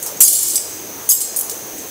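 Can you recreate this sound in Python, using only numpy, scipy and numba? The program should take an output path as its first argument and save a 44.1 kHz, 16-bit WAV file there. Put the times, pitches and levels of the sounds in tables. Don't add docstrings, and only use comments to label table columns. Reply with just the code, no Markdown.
import sys
import numpy as np
from scipy import signal
from scipy.fft import rfft, irfft
from scipy.io import wavfile
from numba import njit

SR = 44100
rng = np.random.default_rng(int(sys.argv[2]) if len(sys.argv) > 2 else 0)


def rack_gain(trim_db):
    fader = np.asarray(trim_db, float)
    return 10 ** (fader / 20)


def wav_out(sig):
    wavfile.write(sys.argv[1], SR, np.round(np.clip(np.atleast_2d(sig).T, -1, 1) * 32767).astype(np.int16))


N = 83790

# pitch_hz, level_db, t60_s
BOWL_MODES = [(4753, -18, .9), (6535, -9, .7), (6797, -9, .5), (7617, -1, .8), (8430, -10, .5),
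              (9206, -4, .7), (9730, -4, .6), (9885, -8, .5), (10260, -9, .5), (11897, -6, .55),
              (12453, -6, .45), (12524, -7, .4), (15133, -9, .35), (15690, -13, .4)]
# pitch_hz, level_db, t60_s
LID_MODES = [(4950, -15, .6), (5459, -15, .35), (5733, -16, .3), (6342, -12, .5), (7195, -11, .25),
             (7540, -8, .5), (7694, -8, .6), (7935, -7, .35), (9119, -9, .5), (9260, -7, .4),
             (10790, -9, .4), (13080, -9, .35), (13500, -11, .3), (8212, -11, .45)]
# pitch_hz, level_db, t60_s
FOOT_MODES = [(3030, -27, .4), (5900, -17, .3), (3420, -26, .4), (4600, -21, .4), (4200, -20, .7),
              (11400, -14, .4), (5020, -16, 1.0), (9680, -8, .5)]
# freq_hz, level_db
LINK_SPECTRUM = [(2500, -9.5), (3400, -11), (4900, -5.5), (6100, -2.5), (7500, 1.5), (11000, -1),
                 (13000, -5), (15800, -5)]
METAL_MODES = np.array(BOWL_MODES + LID_MODES + FOOT_MODES, float)


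def table(points, hz):
    p = np.array(points, float)
    return np.interp(np.log(np.maximum(hz, 1)), np.log(p[:, 0]), p[:, 1])


def level(x, db):
    return x * rack_gain(db) / np.sqrt(np.mean(x ** 2))


def noise(gain):
    return irfft(rfft(rng.standard_normal(N)) * gain, N)


def walk(rate_hz):
    f = np.fft.rfftfreq(N, 1 / SR)
    return level(noise(1 / (1 + (f / rate_hz) ** 2)), 0)


def poles(hz, t60_s):
    return np.exp(2j * np.pi * hz / SR - np.log(1000) / (t60_s * SR))


@njit
def ring(taps, poles, gains):
    out = np.zeros(len(taps))
    for k in range(len(poles)):
        z = 0j
        for i in range(len(taps)):
            z = z * poles[k] + taps[i] * gains[k]
            out[i] += z.imag
    return out


def censer():
    parts = body()
    metal = clinks(*parts) + jingle(*parts) + chimes()
    return signal.sosfilt(signal.butter(4, 1900, "high", fs=SR, output="sos"), metal)


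def body():
    body_db, ring_share, twin_share = -9, 0.43, 0.00417
    seam_db, seam_t60_s = -14, 0.19
    main = METAL_MODES * [1, 1, ring_share] + [0, body_db, 0]
    twins = np.tile(main, (2, 1)) - [0, 3, 0]
    twins[:, 0] *= 1 + twin_share * rng.standard_normal(len(twins))
    hz = rng.uniform(2800, 15800, size=110)
    seams = np.c_[hz, table(LINK_SPECTRUM, hz) + seam_db, np.full(len(hz), seam_t60_s)]
    return np.vstack([main, twins, seams]).T


def link_hz(shape):
    spread = 0.0194
    draw, near = rng.random((2,) + shape), METAL_MODES[:, 0]
    picked = near[(draw[0] * len(near)).astype(int)]
    crowd = np.minimum(picked * (1 + spread * rng.standard_normal(shape)), 16000)
    anywhere = 2200 + 3 * draw[1] * 13600
    return np.where(draw[1] < 1 / 3, anywhere, crowd)


def strike_db(hz, focus_hz):
    focus_db, focus_oct, tilt_db = 5, 0.22, 9.5
    peak = focus_db * np.exp(-(np.log2(hz / focus_hz) / focus_oct) ** 2)
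    return peak + tilt_db * np.log2(hz / 9000) * np.log2(focus_hz / 7000)


def bounces(length_s, draw, span):
    taps_per_s, first_db = 1200, -6
    when_s = np.r_[0, np.cumsum(-np.log(draw[1:, 0]) / taps_per_s)]
    size = rack_gain(first_db * (when_s == 0)) * np.exp(-(when_s / length_s) ** 2)
    signed = size * np.sign(draw[:, 0] - .5)
    return np.bincount((when_s * SR).astype(int), signed, span)[:span] + 1e-18


def clinks(hz, db, t60_s):
    # start_s, peak_db, focus_hz, rattle_s, body_db
    swing = [(.0261, -11.5, 10200, 0.0019, -6), (.0620, -13, 12200, 0.0021, -32),
             (.1715, -23, 6770, 0.0025, -18), (.2046, 6.5, 12500, 0.0088, 9),
             (.2140, 7.5, 7500, 0.0054, -7.5), (.2230, 9, 10000, 0.0057, -4),
             (.2380, -2, 10200, 0.0047, 12), (.2790, 6, 9600, 0.0046, -1), (.2960, -8, 9700, 0.007, 4),
             (.3270, -0.5, 10000, 0.006, -5), (.3520, -7.5, 7400, 0.0077, -3),
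             (.3890, -4.5, 10200, 0.0052, -25), (.4280, -3.5, 12100, 0.0079, -16),
             (.4670, -43, 13500, 0.003, 3), (.4823, -6, 13200, .005, -25), (.5000, -6, 8800, 0.0082, -21),
             (.5450, -10.5, 11500, 0.0021, -21), (.5553, 0, 8360, 0.0046, -10),
             (.5620, -2.5, 9100, 0.0078, -18), (.5780, -6.5, 5600, 0.0027, -26)]
    # start_s, peak_db, focus_hz, rattle_s, body_db
    swing_back = [(1.0893, 1, 10400, 0.0074, 8), (1.097, -0.5, 12900, 0.019, -37),
                  (1.1118, 1.5, 11000, 0.0073, 4), (1.118, 1.5, 7850, 0.0019, -3),
                  (1.131, -1, 12600, 0.0082, -2), (1.183, -17, 7850, 0.0015, -27),
                  (1.205, -6.5, 8460, 0.0023, -7), (1.211, -4.5, 8300, 0.0062, -6),
                  (1.362, -7.5, 12800, 0.0026, 4), (1.37, -10, 9800, 0.012, -27),
                  (1.3890, -4.5, 14600, 0.0024, -11), (1.396, -9.5, 10500, 0.0043, -8),
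                  (1.4096, -6.5, 11200, 0.0032, -11), (1.445, -31, 10000, 0.0026, -8),
                  (1.4965, -12, 7150, 0.0015, -9), (1.507, -21, 13000, 0.0068, -6),
                  (1.511, -18, 5100, 0.01, -24), (1.7818, -21, 7200, 0.0024, 1)]
    scatter_db, link_db, link_t60_s, blow_db = 2.5, -10, 0.025, -10
    rows, out = swing + swing_back, np.zeros(N)
    span, short = int(.35 * SR), int(SR / 10)
    chance = rng.standard_normal((len(rows), len(hz), 2))
    draws, links = rng.random((len(rows), 60, 2)), link_hz((len(rows), 110))
    for row, c, draw, link in zip(rows, chance, draws, links):
        start_s, peak_db, focus_hz, rattle_s, body_db = row
        taps = bounces(rattle_s, draw, span)
        body_gain = rack_gain(db + body_db + scatter_db * c[:, 0] + strike_db(hz, focus_hz))
        hit = ring(taps, poles(hz, t60_s), body_gain * np.exp(3j * c[:, 1]))
        hit *= np.linspace(1, 0, span)
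        link_gain = rack_gain(table(LINK_SPECTRUM, link) + link_db + strike_db(link, focus_hz))
        phase = np.exp(1j * np.arange(len(link)) ** 2)
        hit[:short] += ring(taps[:short], poles(link, link_t60_s), link_gain * phase)
        hit *= rack_gain(peak_db + blow_db) / np.std(hit[:short // 10])
        i = int(start_s * SR)
        out[i:i + span] += hit[:N - i]
    return out


def jingle(hz, db, t60_s):
    # time_s, level_db
    strength = [(.06, -31), (.07, -15), (.16, -59), (.2, -42), (0.234, -5), (.35, -8.5), (.53, -13.5),
                (.61, -20.5), (.8, -65), (1.085, -29), (1.11, -36), (1.16, -46), (1.23, -19), (1.332, -43),
                (1.379, -40), (1.45, -36), (1.52, -30), (1.6, -36.5)]
    ticks_per_s, scatter_db, link_t60_s = 220, 3.225, 0.037
    link_db, body_db, total_db = -13, -7.5, -11.5
    swell = rack_gain(np.interp(np.arange(N) / SR, *np.array(strength).T))
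    out = np.zeros(N)
    for k in range(10):
        draw, link = rng.random((N, 2)), link_hz((14,))
        ticks = (draw[:, 0] < ticks_per_s / SR) * rack_gain(scatter_db * draw[:, 1] ** 2) + 1e-18
        pitch_hz = np.r_[link, hz[k::10]]
        decay_s = np.r_[np.full(len(link), link_t60_s), t60_s[k::10]]
        gain = rack_gain(np.r_[table(LINK_SPECTRUM, link) + link_db, db[k::10] + body_db])
        phase = np.exp(1j * np.arange(len(pitch_hz)) ** 2)
        out += ring(ticks * swell, poles(pitch_hz, decay_s), gain * phase)
    return out * rack_gain(total_db)


def chimes():
    # start_s, pitch_hz, level_db, t60_s
    caught = [(.026, 6800, -37, .3), (.026, 8430, -32, .15), (.062, 5020, -38, .1), (.062, 5730, -40, .12),
              (.062, 6340, -34, .3), (.205, 5020, -13, .13), (.205, 5900, -14, .07), (.205, 6800, -6, .17),
              (.205, 7620, -3, .2), (.205, 12450, -9, .35), (.205, 13080, -10, .16), (.216, 9210, -8, .18),
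              (.216, 9730, -4, .22), (.216, 13500, -12, .12), (.225, 4750, -23, .5), (.225, 9260, -15, .45),
              (.225, 9680, -11, .35), (.24, 4200, -33, .8), (.242, 6535, -16, .4), (.25, 3420, -37, .9),
              (.308, 7620, -18, .7), (.328, 5460, -31, .26), (.352, 7620, -19, .7), (.428, 7195, -12, .09),
              (.428, 8430, -27, .15), (.428, 11900, -24, .13), (.5, 6340, -25, .16), (.5, 7690, -17, .14),
              (.555, 4950, -24, .16), (.555, 5730, -19, .14), (.555, 6340, -19, .14), (.555, 7690, -10, .1),
              (.562, 5460, -25, .2), (.562, 7935, -17, .2), (1.0905, 6535, -12, .28),
              (1.0905, 7540, -16, .35), (1.0905, 9260, -18, .15), (1.0905, 13080, -12, .13),
              (1.106, 5020, -23, .16), (1.11, 5460, -20, .12), (1.108, 11900, -11, .11),
              (1.118, 4950, -20, .1), (1.118, 7935, -13, .1), (1.118, 11900, -14, .13),
              (1.13, 5460, -35, .9), (1.17, 4200, -41, 1.1), (1.211, 7620, -25, .3), (1.211, 7935, -23, .14),
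              (1.363, 9260, -25, .14), (1.366, 6800, -26, .16),
              (.075, 5450, -41, .2), (.085, 3040, -49, .15), (.235, 4990, -25, .9), (.26, 5490, -27, .5),
             (.556, 4900, -34, .6), (1.117, 3410, -36, .15), (1.125, 5000, -35, .9),
             (1.409, 10790, -30, .14), (1.496, 5460, -38, .07), (1.44, 5020, -45, .4)]
    rise_s, split, twin_db, flutter_db, flutter_hz = .003, .007, -4, 4, 45
    out, rows, modes = np.zeros(N), caught, METAL_MODES[:, 0]
    flutter = [rack_gain(flutter_db * walk(flutter_hz)) for _ in range(8)]
    chance = rng.standard_normal((len(rows), 3))
    for k, ((start_s, pitch_hz, db, t60_s), c) in enumerate(zip(rows, chance)):
        hz = modes[np.argmin(np.abs(modes - pitch_hz))]
        t = np.maximum(np.arange(N) / SR - start_s, 0)
        tone = np.sin(2 * np.pi * hz * t + c[0])
        twin = np.sin(2 * np.pi * hz * (1 + split * c[1]) * t + 3 * c[2])
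        envelope = rack_gain(db - 60 * t / t60_s) * np.minimum(t / rise_s, 1)
        out += (tone + rack_gain(twin_db) * twin) * flutter[k % len(flutter)] * envelope
    return out


def hall(x):
    t60_s, top_t60_s, gap_s, hall_db = .9, .45, 0.039, -11.5
    t = np.arange(SR) / SR
    lowpass = signal.butter(2, 7000, fs=SR, output="sos")
    low = signal.sosfilt(lowpass, rng.standard_normal(SR))
    white = rng.standard_normal(SR)
    tail = low * rack_gain(-60 * t / t60_s) + white * rack_gain(-60 * t / top_t60_s)
    tail *= np.clip(t / gap_s, 0, 1)
    return signal.fftconvolve(x, tail / np.sqrt(np.sum(tail ** 2)))[:N] * rack_gain(hall_db)


def rumble():
    # freq_hz, level_db_per_hz
    spectrum = [(15, -45), (28, -14.5), (64, -19.5), (95, -9.5), (179, -10), (270, -6), (305, -2.5),
                (444, -2.5), (1500, -15.5), (1950, -46), (3300, -120)]
    flicker_db, flicker_hz = 2, 5
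    f, air = np.fft.rfftfreq(N, 1 / SR), np.zeros(N)
    for low_hz in 25 * 2. ** np.arange(6):
        octave = (f >= low_hz) * (f < min(2 * low_hz, 1500))
        air += noise(rack_gain(table(spectrum, f)) * octave) * rack_gain(flicker_db * walk(flicker_hz))
    return level(air, -36.5)


def hiss():
    # freq_hz, level_db_per_hz
    spectrum = [(1500, -10), (3000, -13), (4600, -13.5), (7100, -13), (11000, -13), (15800, -5)]
    comb_db, comb_hz, comb_peak_hz, comb_from_hz = 2, 535, 13530, 5600
    f = np.fft.rfftfreq(N, 1 / SR)
    ripple = comb_db * np.cos(2 * np.pi * (f - comb_peak_hz) / comb_hz)
    ripple /= 1 + np.exp((comb_from_hz - f) / 300)
    return level(noise(rack_gain(table(spectrum, f) + ripple) * (f >= 1500)), -29.5)


def whine():
    partials = [(47, -52), (49, -46), (50, -48), (50.56, -50), (51, -49), (52, -46), (53, -43)]
    step_hz, wobble_hz, waver_db, waver_hz = 123.6, 2.1, 3.6, 26
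    centre_hz, width_hz, band_db = 6200, 570, -41
    f, t = np.fft.rfftfreq(N, 1 / SR), np.arange(N) / SR
    drift = wobble_hz * np.cumsum(walk(16)) / SR
    lines = np.zeros(N)
    for multiple, db in partials:
        gain = rack_gain(db + 2 + waver_db * walk(waver_hz))
        lines += gain * np.sin(2 * np.pi * (multiple * step_hz * t + drift + rng.random()))
    return lines + level(noise(np.exp(-((f - centre_hz) / width_hz) ** 2)), band_db)


def scene():
    metal = censer()
    return np.tile(metal + hall(metal) + rumble() + hiss() + whine(), (2, 1))


@njit
def follow(x, up, down):
    y, e = np.empty(len(x)), x[0]
    for i in range(len(x)):
        e += (x[i] - e) * (up if x[i] > e else down)
        y[i] = e
    return y


def top_cut(x):
    return signal.sosfilt(signal.butter(12, 16550, fs=SR, output="sos"), x)


def record(dry):
    top_db, ratio, attack_s, release_s, top_hz = -16.5, 1.63, 0.0053, 0.11, 15720
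    env = follow(np.minimum(np.abs(dry[0]), 1), 1 / (attack_s * SR), 1 / (release_s * SR))
    ducked = dry * np.minimum(1, rack_gain(top_db) / (env + 1e-9)) ** (1 - 1 / ratio)
    edge = np.clip((top_hz + 150 - np.fft.rfftfreq(N, 1 / SR)) / 250, 0, 1) ** 2
    limited = irfft(rfft(np.clip(ducked, -1, 1)) * edge, N)
    return top_cut(np.clip(limited, -1, 1))


dry = scene()
out = record(dry)
wav_out(out)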